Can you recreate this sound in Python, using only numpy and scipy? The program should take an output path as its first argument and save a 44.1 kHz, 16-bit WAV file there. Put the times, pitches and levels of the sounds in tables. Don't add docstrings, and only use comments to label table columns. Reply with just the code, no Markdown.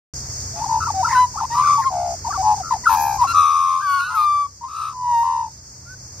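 import sys
import numpy as np
from scipy import signal
from scipy.fft import rfft, irfft, next_fast_len
from scipy.io import wavfile
from scipy.ndimage import uniform_filter1d

SR = 44100
rng = np.random.default_rng(int(sys.argv[2]) if len(sys.argv) > 2 else 0)


def elevation(decibels):
    levels = np.asarray(decibels, float)
    return 10 ** (levels / 20)


def dump_mix(stems):
    frames = np.atleast_2d(stems).T
    limited = np.clip(frames, -1, 1)
    pcm = np.round(limited * 32767).astype(np.int16)
    wavfile.write(sys.argv[1], SR, pcm)


N = 273420

# time_s, pitch_hz, level_db
CAROL = [
    [(1.12, 1050, -21), (1.15, 1025, -18), (1.17, 994, -11), (1.211, 1005, -12), (1.242, 989, -13.5),
     (1.272, 966, -48)],
    [(1.545, 1159, -24.5), (1.6, 1174, -19.5), (1.66, 1168, -15), (1.687, 1162, -13.5), (1.74, 1159, -14),
     (1.76, 1128, -20)],
    [(1.753, 1167, -15.5), (1.816, 1082, -21), (1.83, 1047, -24.5), (1.844, 1040, -29), (1.87, 1083, -13),
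     (1.9, 1022, -26.5)],
    [(3.332, 1139, -30.5), (3.35, 1161, -15), (3.385, 1156, -11), (3.43, 1128, -13), (3.51, 1116, -15.5),
     (3.66, 1081, -17.5), (3.76, 1056, -18.5), (3.82, 1076, -25)],
    [(3.82, 1211, -26.5), (3.872, 1139, -20), (3.905, 1129, -17), (3.978, 1113, -18.5), (4.03, 1104, -27.5),
     (4.05, 1130, -35), (4.08, 1234, -30), (4.11, 1294, -28.5), (4.134, 1292, -35.5)],
    [(4.138, 1470, -24.5), (4.155, 1333, -20.5), (4.19, 1220, -16), (4.3, 1174, -16.5), (4.42, 1160, -19),
     (4.472, 1122, -28)],
    [(4.68, 1149, -38), (4.73, 1174, -32.5), (4.77, 1216, -28), (4.83, 1192, -24.5), (4.885, 1176, -27),
     (4.94, 1130, -41.5)],
    [(4.926, 1017, -40), (5.0, 996, -28.5), (5.07, 977, -20.5), (5.12, 961, -17), (5.15, 936, -15.5),
     (5.19, 927, -15.5), (5.235, 941, -17)],
]
# time_s, pitch_hz, level_db
ANSWER = [
    [(3.8, 1427, -38.5), (3.812, 1534, -33.5), (3.835, 1620, -30.5), (3.865, 1527, -30.5),
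     (3.945, 1450, -25.5), (3.975, 1480, -24.5), (4.0, 1417, -21.5), (4.05, 1476, -29), (4.138, 1385, -29)],
    [(5.855, 1345, -55), (5.887, 1433, -43.5), (5.91, 1514, -41), (5.95, 1520, -42)],
    [(4.1, 1002, -32.5), (4.15, 1037, -31.5), (4.178, 1127, -27.5), (4.21, 1086, -30.5), (4.262, 1096, -35)],
    [(1.565, 970, -23), (1.58, 988, -15.5), (1.605, 1026, -17.5), (1.625, 997, -20.5)],
]
# time_s, pitch_hz, level_db
DRONE = [
    [(1.9, 773, -33.5), (1.93, 740, -23.5), (1.98, 700, -22), (2.07, 709, -23.5), (2.105, 685, -25),
     (2.155, 698, -31)],
    [(2.89, 928, -16), (2.945, 883, -15), (2.962, 865, -18.5)],
    [(2.958, 843, -19), (2.99, 830, -18), (3.06, 828, -19), (3.11, 812, -21), (3.18, 809, -25)],
    [(5.228, 932, -21), (5.28, 927, -19), (5.42, 920, -22.5), (5.49, 862, -37.5)],
]
# left_minus_right_db, overtones_db, rasp_db, above_third_overtone_db
VOICE = [(1, -22, -42.5, 0.5), (2.5, -24, -41.5, -4), (1, -27, -44.5, 1), (2.5, -12, -36.5, -12),
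         (3.5, -22, -62.5, 7), (2, -22.5, -76, 2), (1.5, -11.5, -27, -9), (-0.5, -26.5, -56.5, -5.5),
         (-2.5, -9.5, -28, -8), (-4.5, -40, -37, -.3), (3.5, -16, -28, -1), (0, -26.5, -34.5, 3),
         (1, -29.5, -40, -16), (3, -15.5, -28, -9), (2.5, -8.5, -37, -8.5), (0.5, -22.5, -43.5, -2.5)]

# start_s, length_s, first_pitch_hz, peak_db, peak_place_0_to_1
MELLOW = [
    (0.688, 0.11, 903, -17.5, 0.35),
    (0.937, 0.086, 774, -18, 0.7),
    (1.777, 0.036, 907, -18.5, 0.55),
    (2.374, 0.049, 769.4, -19, 0.6),
    (2.422, 0.13, 870, -12.5, 0.46),
    (2.625, 0.081, 1338, -31.5, 0.4),
    (4.609, 0.048, 959, -30.5, 0.78),
    (4.632, 0.055, 1056, -31, 0),
]
BRIGHT = [
    (0.801, 0.048, 1327, -21.5, 0.56),
    (1.055, 0.048, 949, -21.5, 0.62),
    (2.873, 0.024, 1366, -15, 0.11),
]
ASIDE = [
    (1.148, 0.041, 1514, -21, .03),
    (4.089, 0.17, 904.5, -32.5, 0.39),
]
CLIMBING = [
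    (.535, 0.067, 669, -32, 0.99),
    (.555, 0.06, 836, -29, 0.92),
    (1.5, 0.062, 918.6, -21, 0.75),
    (2.832, 0.031, 977, -32.5, 0.79),
]
SHRILL = [
    (3.269, 0.063, 1353, -21, 0.53),
]
HOARSE = [
    (1.815, 0.033, 1900, -35.5, 0.73),
    (2.7, 0.049, 1950, -44, 0.58),
    (1.085, 0.072, 1850, -29.5, 0.39),
    (1.601, .16, 2277, -42.5, 0.22),
    (3.348, .42, 5920, -38.5, 0.025),
    (4.17, 0.085, 4150, -46, 0.59),
]
# pitch_sag_hz_per_s, left_minus_right_db, overtones_db, rasp_db
MANNER_VOICE = [(234, 1.5, -32, -44.5), (234.5, 1.5, -25.5, -37), (183, -1.5, -30, -28),
                (-700, 0.5, -23, -32), (-400, 2, -5.5, -25.5), (309.5, -0.5, -25, -23.5)]
SCATTER_HZ, CROAK_RATE = (8, 10, 30, 15, 0, 170), 600

# middle_s, length_ms, pitch_hz, peak_db
RISING_BLIPS = [(2.846, 8.4, 1980, -29.5), (1.195, 12, 1544, -27.5), (1.529, 23, 1890, -32.5),
                (.6224, 19, 896, -19), (.6439, 8, 952, -16.5), (.6833, 14, 895, -26),
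                (0.864, 17, 1330, -19.5), (1.0543, 14, 1356, -12.5), (1.075, 10, 1326, -17),
                (1.1303, 7.97, 973, -15.5), (1.347, 13, 960, -30.5), (1.3882, 15, 1316, -22.5),
                (1.4048, 3.6, 1180, -17), (1.424, 12.5, 890, -17), (1.4535, 5.23, 982, -16.5),
                (2.2534, 12, 953, -21.5), (2.2744, 19, 913, -18.5), (2.2938, 17, 762, -21.5),
                (2.3264, 5, 1590, -24.5), (2.34, 16, 1344, -21), (2.5674, 21, 867, -35.5),
                (2.5827, 16, 824, -23), (2.7123, 6.7, 1013, -12), (2.7529, 9.9, 818, -20),
                (2.7668, 11, 762, -25), (2.873, 8.7, 1317, -4), (1.675, 12, 1360, -20.5),
                (1.56, 10, 1244, -23.5), (3.829, 24, 1524, -31.5), (3.246, 11, 1210, -28)]
FALLING_BLIPS = [(0.665, 13, 818, -19.5), (0.877, 12.5, 963, -18.5), (0.891, 14, 1162, -17.5),
                 (0.9071, 10, 878, -15.5), (1.035, 12.4, 940, -12.5), (1.1124, 13, 925, -16),
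                 (.905, 6.6, 774, -23), (1.3617, 7.3, 860, -20.5), (1.377, 10, 1130, -21),
                 (1.3931, 14, 830, -30), (1.412, 4.5, 960, -14.5), (1.4349, 4.6, 880, -14),
                 (1.4444, 12, 997, -18), (1.648, 16, 1490, -27.5), (4.04, 30, 1401, -27.5),
                 (1.8474, 13, 1386, -29.5), (2.313, 14, 1163, -19), (2.328, 5.9, 810, -26.5),
                 (2.35, 12.5, 944, -24), (2.365, 16, 1145, -18.5), (2.6085, 17, 760, -20.5),
                 (2.726, 11.2, 976, -10), (2.7406, 10.4, 893, -13), (2.863, 8.5, 1454, -12),
                 (3.207, 34.4, 995, -15), (3.2243, 19.3, 968, -8.5), (3.24, 9, 1050, -10.5),
                 (3.25, 9.9, 800, -18), (3.254, 23, 1110, -15)]

# first_beat_s, then rates_hz spread evenly to the end of the note
THROB = [(0.693, 61, 66.6), (0.8133, 111, 113), (1, 45, 42), (1.543, 74, 87.2), (1.9007, 85, 62, 67, 60),
         (2.4346, 100.7, 92), (2.6254, 83, 96), (2.8977, 95, 93), (2.9712, 78, 71.5, 65, 57),
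         (3.336, 85, 79, 89, 84.5), (4.682, 60, 59, 58, 84), (4.9477, 95, 85, 98, 80),
         (5.2433, 92, 82, 57, 59)]
BEAT_SHAPE = [(0.085, -0.052, -0.021, 0.37, -0.74), (-0.28, 0.19, .01, -0.3, -0.56),
              (1, -0.37, -0.065, 0.36, -0.33), (0.016, 0.41, -0.058, 0.19, -0.09),
              (0.24, -0.11, -0.23, 0.26, -0.81), (0.41, -0.22, -0.14, -0.083, 0.28),
              (0.3, 0.63, .01, -0.26, -0.2), (.51, .01, 0.14, -.26, 0.72), (.9, -0.33, .01, 0.41, -0.54),
              (.9, .11, -.35, 0.15, .03), (.85, .4, -.9, 0.35, .35), (0.12, 0.15, .01, -0.09, -0.16),
              (0.63, -0.11, -0.063, 0.25, -0.5)]
UNEVENNESS = [1.1, 1.5, 1.1, 4, 1.2, 1.1, 1.1, .6, .45, .3, .6, .6, .4]
OVERTONE_LIFT = [0, 0, 0, 0, 0, 0, 0, 0, 0, 1, 1, 0, 0]
OVERTONE_SWEEP = [(.4, 1.4, 1), (.4, 1.7, 0.22), (.4, 1.4, 0.39), (0.47, 1.8, 0.13), (.6, 1.2, 0.025),
                  (0.76, 1, 0.5), (.4, 1.4, 0.24), (.8, 2.5, -1.174), (.5, 2.36, -0.49), (0.93, 1.3, 0.11),
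                  (1.1, 1.4, 0.16), (0.34, 2.3, -0.22), (0.6, 1.8, 0.23)]
DUET_ORDERS = ((1, 1), (1, 2), (2, 1))

# frequency_hz, level_db
BEAK_COLOUR = [(1200, 5), (1700, -0.5), (2400, -4.5), (3000, -11.5), (3800, -7), (4700, -10), (6000, -21),
               (7400, -45), (8800, -52.5)]
# frequency_hz, level_db
RASP_COLOUR = [(500, -39.5), (1100, 18), (1900, -11), (2600, 0), (3100, -9.5), (4000, -4), (6500, -9),
               (7500, -41.5), (8700, 0.5), (10500, -42), (13000, -15), (14300, -22), (15500, -29.5)]
# start_s, length_s
TREBLE_HISS = [
    (1.53, .09),
    (1.72, .15),
    (2.87, .33),
    (3.2, .07),
    (3.86, .13),
    (4.14, .15),
    (5.1, .2),
]
TREBLE_HISS_DB = [-55, -57.5, -37.5, -49.5, -53.5, -48, -55.5]
# frequency_hz, level_db_per_hz
TREBLE_HISS_COLOUR = [(8800, -33.5), (10000, -6.5), (12800, 2.5), (14500, -8), (15600, -33.5)]

# frequency_hz, left_minus_right_db
PORT_TILT = [(1500, 1.9), (2400, -4), (9000, -6)]
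# frequency_hz, left_lead_radians
PORT_LEAD = [(600, -0.22), (1300, -0.48), (2200, 0.24)]
# delay_s, level_db
TRUNK_ECHOES = [(.021, -36), (.047, -37), (.066, -38)]
# frequency_hz, level_db
TREBLE_COPY = [(7900, -56.5), (8600, -40.5), (9900, -17.5), (11100, -13), (12500, -19.5), (14300, -25),
               (15500, -42)]

# frequency_hz, level_db_per_hz
PARK_MID = [(20, -31), (45, -9), (77, -3.5), (300, -19), (2150, -30), (3000, -43.5), (4000, -33.5),
            (4700, -15), (6700, -16), (7100, -21.5), (7700, -33), (8300, -26), (10100, -46), (10800, -85),
            (12300, -34), (14200, -42), (15000, -76.5)]
PARK_SIDE = [(30, -17.5), (90, -31), (260, -28.5), (850, -14.5), (4000, -29), (4650, -8), (6900, 1.5),
             (7800, -7.5), (8100, -26.5), (10300, -42.5), (10900, -75.5), (12400, -25), (14800, -31.5),
             (15800, -53.5)]
# frequency_hz, width_hz, level_db
ENGINE_HUM = [(67.2, 4.2, -43.5), (90.6, 9.2, -37.5), (126.8, 4.6, -41)]
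# time_s, level_db
GAIN_CONTROL = [(.14, -35), (1.1, -34.5), (1.25, -39), (1.7, -36), (1.9, -39), (2.4, -36), (2.9, -37.5),
                (3.351, -36.5), (3.472, -42.5), (4.3, -46.5), (4.55, -49), (5.199, -46), (5.799, -45),
                (6.2, -41)]

# frequency_hz, margin_db
GATE_MARGIN = [(1700, 19.5), (2300, 11), (3000, 8.5), (4200, 4.5), (5500, 4.5), (7200, -0.5), (8800, 15),
               (10800, -1), (13000, 4.5), (14600, -0.5)]
# start_s, length_s, pitch_hz, level_db
WHISTLES = [(1.1, .1, 15676, -68), (1.15, .35, 13609, -73), (1.6, .09, 15676, -63), (1.6, .09, 14643, -65),
            (2.48, .07, 15676, -66), (2.48, .07, 14643, -65), (2.93, .09, 15676, -59),
            (2.93, .1, 14643, -58), (3.07, .12, 14643, -58), (3.33, .07, 14643, -69),
            (3.36, .63, 12575, -63), (3.8, .3, 14643, -70), (4.13, .37, 14643, -80),
            (5.03, .22, 14643, -74)]

PITCH_JITTER_HZ, LEVEL_JITTER_DB, BEAT_JITTER_RAD = 2, .3, .12
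WOBBLE_S, WOBBLE_HZ, WOBBLE_DB = 3.8, 14, 1.8
BLIP_PAN_DB, BLIP_OVERTONE_DB, BLIP_RASP_DB = 1.5, -28.5, -38
RISE_HZ, FALL_HZ = 120, 80
ATTACK_S, ONSET_DB, FADE_DB_PER_S, RELEASE_S, RELEASE_DB = 0.073, 14, 20, 0.081, 9.5
STILL_S, STILL_FADE_S = 5.155, 0.04
DUET_S, DUET_LENGTH_S, DUET_DB = 4.0, 0.11, -42
ODD_DB = 7
GLIDE_FRAY_S = 1e-4
TAIL_DB, TAIL_T60_S = -20, 0.2
PARK_DB, PARK_SIDE_DB = -34.5, -33.5
LULL_S, LULL_DB, LULL_BACK_S = 3.42, -8, .45
COPY_SHIFT_HZ = 7580
GATE_HZ, GATE_DEPTH_DB, GATE_WHIM_DB = 1600, -40, 1.5
START_S = .137


def table(points, hz):
    f, db = np.transpose(points)
    return np.interp(np.log(np.maximum(hz, 1)), np.log(f), db)


def colour(x, points):
    n = next_fast_len(N)
    hz = np.arange(n // 2 + 1) * SR / n
    return irfft(rfft(x, n) * elevation(table(points, hz)), n)[..., :N]


def unit(x):
    return x / np.sqrt(np.mean(x ** 2))


def walk(rate):
    k = int(SR / rate)
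    steps = np.repeat(rng.standard_normal(N // k + 1), k)
    return unit(uniform_filter1d(uniform_filter1d(steps, k), k)[:N])


def add(out, i, x, pan_db):
    out[:, i:i + len(x)] += x * elevation(np.array([[pan_db], [-pan_db]]) / 2)


def magpies():
    tones, breath = np.zeros((2, N)), np.zeros((2, N))
    held_notes(tones, breath)
    gurgle(tones, breath)
    air = rng.standard_normal(N) + 0.68 * rng.standard_normal((2, N))
    return tones + colour(uniform_filter1d(breath, size=300) * air, RASP_COLOUR) * elevation(14.0)


def held_notes(tones, breath):
    waver = PITCH_JITTER_HZ * walk(60)
    tremble = elevation(LEVEL_JITTER_DB * walk(90))
    slip = BEAT_JITTER_RAD * walk(37)
    croak = walk(CROAK_RATE)
    fray = walk(250)
    shake = walk(70)
    phase = np.zeros(N)
    notes = sorted(song(), key=lambda note: note[0][0][0])
    starts = np.array([note[0][0][0] for note in notes])
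    throbbing = [np.argmin(abs(starts - row[0])) for row in THROB]
    for k, (note, (pan_db, overtone_db, rasp_db, dull_db, scatter_hz)) in enumerate(notes):
        s, hz, db = np.transpose(sorted(note))
        i = np.arange(int(s[0] * SR), int(s[-1] * SR))
        t = i / SR
        flutter, late, odd_db = np.ones(len(i)), 1, 0
        glide = np.interp(t, (s[1:] + s[:-1]) / 2, abs(np.diff(hz) / np.diff(s)))
        lift = (0.055 + GLIDE_FRAY_S * glide) * fray[i]
        if k in throbbing:
            flutter, late, lift, odd_db = throb(throbbing.index(k), t, s, shake[i], slip[i], fray[i])
        edge = np.clip(np.minimum(t - s[0], s[-1] - t) / 0.0046, 0, 1)
        size = np.sqrt(2) * np.interp(t, s, elevation(db / 2)) ** 2 * edge * tremble[i]
        hz = np.interp(t, s, hz) + waver[i] + scatter_hz * croak[i]
        start = phase[i[0]]
        if abs(s[0] - WOBBLE_S) < .015:
            hz = hz + WOBBLE_HZ * shake[i]
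            size = size * elevation(WOBBLE_DB * fray[i])
            lift = .22 * fray[i]
        other = phase[i]
        phase[i] = start + 2 * np.pi * np.cumsum(hz) / SR
        tone, loud = syrinx(hz, start, size, flutter, late, lift, overtone_db, odd_db, dull_db)
        if s[0] < DUET_S < s[-1] and start:
            both = np.sin(np.pi * np.clip((t - DUET_S) / DUET_LENGTH_S, 0, 1)) ** 0.79 * elevation(DUET_DB)
            tone = tone + both * sum(np.sin(a * other + b * phase[i]) / np.sqrt(b) for a, b in DUET_ORDERS)
        add(tones, i[0], tone, pan_db)
        add(breath, i[0], loud * elevation(rasp_db), pan_db)


def throb(which, t, s, shake, slip, fray):
    first, *rates = THROB[which]
    up, down, twice, lean, fall = BEAT_SHAPE[which]
    sweep, lag, favour = OVERTONE_SWEEP[which]
    uneven = UNEVENNESS[which]
    up = up * elevation(uneven * shake)
    down = down * elevation(-uneven * shake)
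    if s[0] < STILL_S < s[-1]:
        still = np.clip((STILL_S - t) / STILL_FADE_S, 0, 1)
        up, down, twice = up * still, down * still, twice * still
        lean, fall, sweep, favour = lean * still, fall * still, sweep * still, favour * still
    beats = np.cumsum(np.interp(t, np.linspace(first, s[-1], len(rates)), rates)) / SR
    angle = 2 * np.pi * (beats - np.interp(first, t, beats)) + uneven * slip
    turn = np.exp(1j * angle)
    flutter = 1 + up * turn + down / turn + twice * turn ** 2
    flutter = flutter * np.exp(lean * turn.imag + 1j * fall * turn.real)
    lift = OVERTONE_LIFT[which] * angle + sweep * np.sin(angle - lag) + 0.15 * np.sqrt(uneven) * fray
    late = np.exp((favour * np.cos(angle - lag) - abs(favour)) / 2)
    return flutter, late, lift, ODD_DB * np.minimum(up, 1)


def syrinx(hz, start, size, flutter, late, lift, overtone_db, odd_db=0, dull_db=0):
    phase = start + 2 * np.pi * np.cumsum(hz) / SR
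    beat = abs(flutter) / np.sqrt(np.mean(abs(flutter) ** 2))
    tone = np.sin(phase + np.angle(flutter))
    push = (size / size.max()) ** 0.49
    for k in range(2, 14):
        db = overtone_db + (k % 2 - 1.5) * odd_db + (k > 3) * dull_db + table(BEAK_COLOUR, k * hz)
        level = elevation(db) * (k * hz < .4 * SR) * push * late ** min(k - 1, 2)
        tone = tone + level * np.sin(k * (phase + lift) + k * k)
    return size * beat * tone, size * beat ** 0.073


def song():
    notes = [(note, (*voice, 0)) for note, voice in zip(CAROL + ANSWER + DRONE, VOICE)]
    manners = (MELLOW, BRIGHT, ASIDE, CLIMBING, SHRILL, HOARSE)
    for rows, (sag, *voice), scatter_hz in zip(manners, MANNER_VOICE, SCATTER_HZ):
        notes += [(shaped(*row, sag), (*voice, 0, scatter_hz)) for row in rows]
    return notes


def shaped(start, length, hz, db, place, sag):
    rise = length * np.clip(place, .02, .98)
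    rest = length - rise
    hold = max(rest - RELEASE_S, 0.63 * rest)
    held_db = db - FADE_DB_PER_S * hold
    first_db = db - ONSET_DB * min(rise / ATTACK_S, 1)
    last_db = held_db - RELEASE_DB * min(rest / RELEASE_S, 1)
    u = np.array([0, rise, rise + hold, length])
    return list(zip(start + u, hz - sag * u, [first_db, db, held_db, last_db]))


def gurgle(tones, breath):
    blips = [(*b, RISE_HZ) for b in RISING_BLIPS] + [(*b, -FALL_HZ) for b in FALLING_BLIPS]
    for s, ms, hz, db, slide_hz in blips:
        u = np.linspace(-1, 1, int(2 * ms * SR / 1000))
        size = elevation(db) * np.cos(np.pi * u / 2) ** 2
        tone, loud = syrinx(hz + slide_hz * u, 0, size, np.ones(len(u)), 0.75, 0, BLIP_OVERTONE_DB)
        i = int(s * SR) - len(u) // 2
        add(tones, i, tone, BLIP_PAN_DB)
        add(breath, i, loud * elevation(BLIP_RASP_DB), BLIP_PAN_DB)


def treble_hiss():
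    size = 0
    for (s, length), db in zip(TREBLE_HISS, TREBLE_HISS_DB):
        u = (np.arange(N) / SR - s) / length
        size = size + np.clip(u / .08, 0, 1) * np.clip((1 - u) / 0.43, 0, 1) * elevation(db)
    air = rng.standard_normal(N) + 0.55 * rng.standard_normal((2, N))
    return size * elevation(3.3 * walk(64)) * unit(colour(air, TREBLE_HISS_COLOUR))


def ports(x):
    n = next_fast_len(N)
    hz = np.arange(n // 2 + 1) * SR / n
    half = elevation(table(PORT_TILT, hz) / 2) * np.exp(.5j * table(PORT_LEAD, hz))
    return irfft(rfft(x, n) * np.array([half, 1 / half]), n)[:, :N]


def raised_treble(x):
    n = next_fast_len(N)
    moved = np.roll(rfft(x, n), round(COPY_SHIFT_HZ * n / SR), axis=1)
    return colour(irfft(moved, n)[:, :N], TREBLE_COPY)


def whistles():
    out = np.zeros((2, N))
    for s, length, hz, db in WHISTLES:
        t = np.arange(int(length * SR)) / SR
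        edge = np.clip(np.minimum(t, length - t) / .012, 0, 1)
        add(out, int(s * SR), np.sqrt(2) * elevation(db) * edge * np.sin(2 * np.pi * hz * t), 0)
    return out


def trees(x):
    t = np.arange(int(.4 * SR)) / SR
    tail = rng.standard_normal((2, len(t))) * np.exp(-np.log(1000) * t / TAIL_T60_S)
    reply = unit(tail) * elevation(TAIL_DB) / np.sqrt(len(t))
    for s, db in TRUNK_ECHOES:
        reply[:, int(s * SR)] += elevation(db)
    return signal.fftconvolve(x, reply, axes=1)[:, :N]


def park():
    s, gain_db = np.transpose(GAIN_CONTROL)
    t = np.arange(N) / SR
    mid = unit(colour(rng.standard_normal(N), PARK_MID)) * elevation(PARK_DB)
    side = unit(colour(rng.standard_normal(N), PARK_SIDE)) * elevation(PARK_SIDE_DB)
    for hz, width, db in ENGINE_HUM:
        strength = elevation(db) * (1 + 0.46 * walk(width))
        mid = mid + strength * np.sin(2 * np.pi * np.cumsum(hz + 0.195 * width * walk(3.5)) / SR)
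    both = np.array([mid + side, mid - side])
    low = signal.sosfiltfilt(signal.butter(2, 2500, fs=SR, output="sos"), both)
    chorus = (both - low) * elevation(0.52 * walk(300) + 1.1 * walk(20))
    back = np.exp(-np.maximum(t - LULL_S, 0) / LULL_BACK_S)
    lull_db = LULL_DB * np.clip((t - LULL_S) / 0.055, 0, 1) * back
    return (low * elevation(lull_db) + chorus) * elevation(np.interp(t, s, gain_db) - gain_db[0])


def gate(x):
    wide, frame = 8, 2048
    mid_side = np.array([x[0] + x[1], x[0] - x[1]]) / 2
    hz, _, z = signal.stft(mid_side, SR, "cosine", frame, frame // 2)
    bins = (abs(z[:, 1:]) ** 2).reshape(2, frame // 2 // wide, wide, z.shape[2])
    power = bins.mean(axis=2) + 1e-18
    around = uniform_filter1d(power ** .25, size=15, axis=1) ** 4
    whim = uniform_filter1d(rng.standard_normal(power.shape), size=4, axis=2) * 2
    band_hz = hz[1::wide, None]
    margin_db = table(GATE_MARGIN, band_hz) + GATE_WHIM_DB * whim
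    shut = np.clip(-(10 * np.log10(power / around) + margin_db), 0, 1) * (band_hz > GATE_HZ)
    z[:, 1:] *= np.repeat(elevation(GATE_DEPTH_DB * shut), wide, axis=1)
    mid, side = signal.istft(z, SR, "cosine", frame, frame // 2)[1][:, :N]
    return np.array([mid + side, mid - side])


def scene():
    birds = ports(magpies())
    return birds + trees(birds) + raised_treble(birds) + park() + treble_hiss()


def band_limit(x):
    return signal.sosfilt(signal.butter(12, 15900, fs=SR, output="sos"), x)


def record(dry):
    opened = np.arange(N) > START_S * SR
    mix = (gate(dry) + whistles()) * opened
    return band_limit(mix)


dry = scene()
out = record(dry)
dump_mix(out)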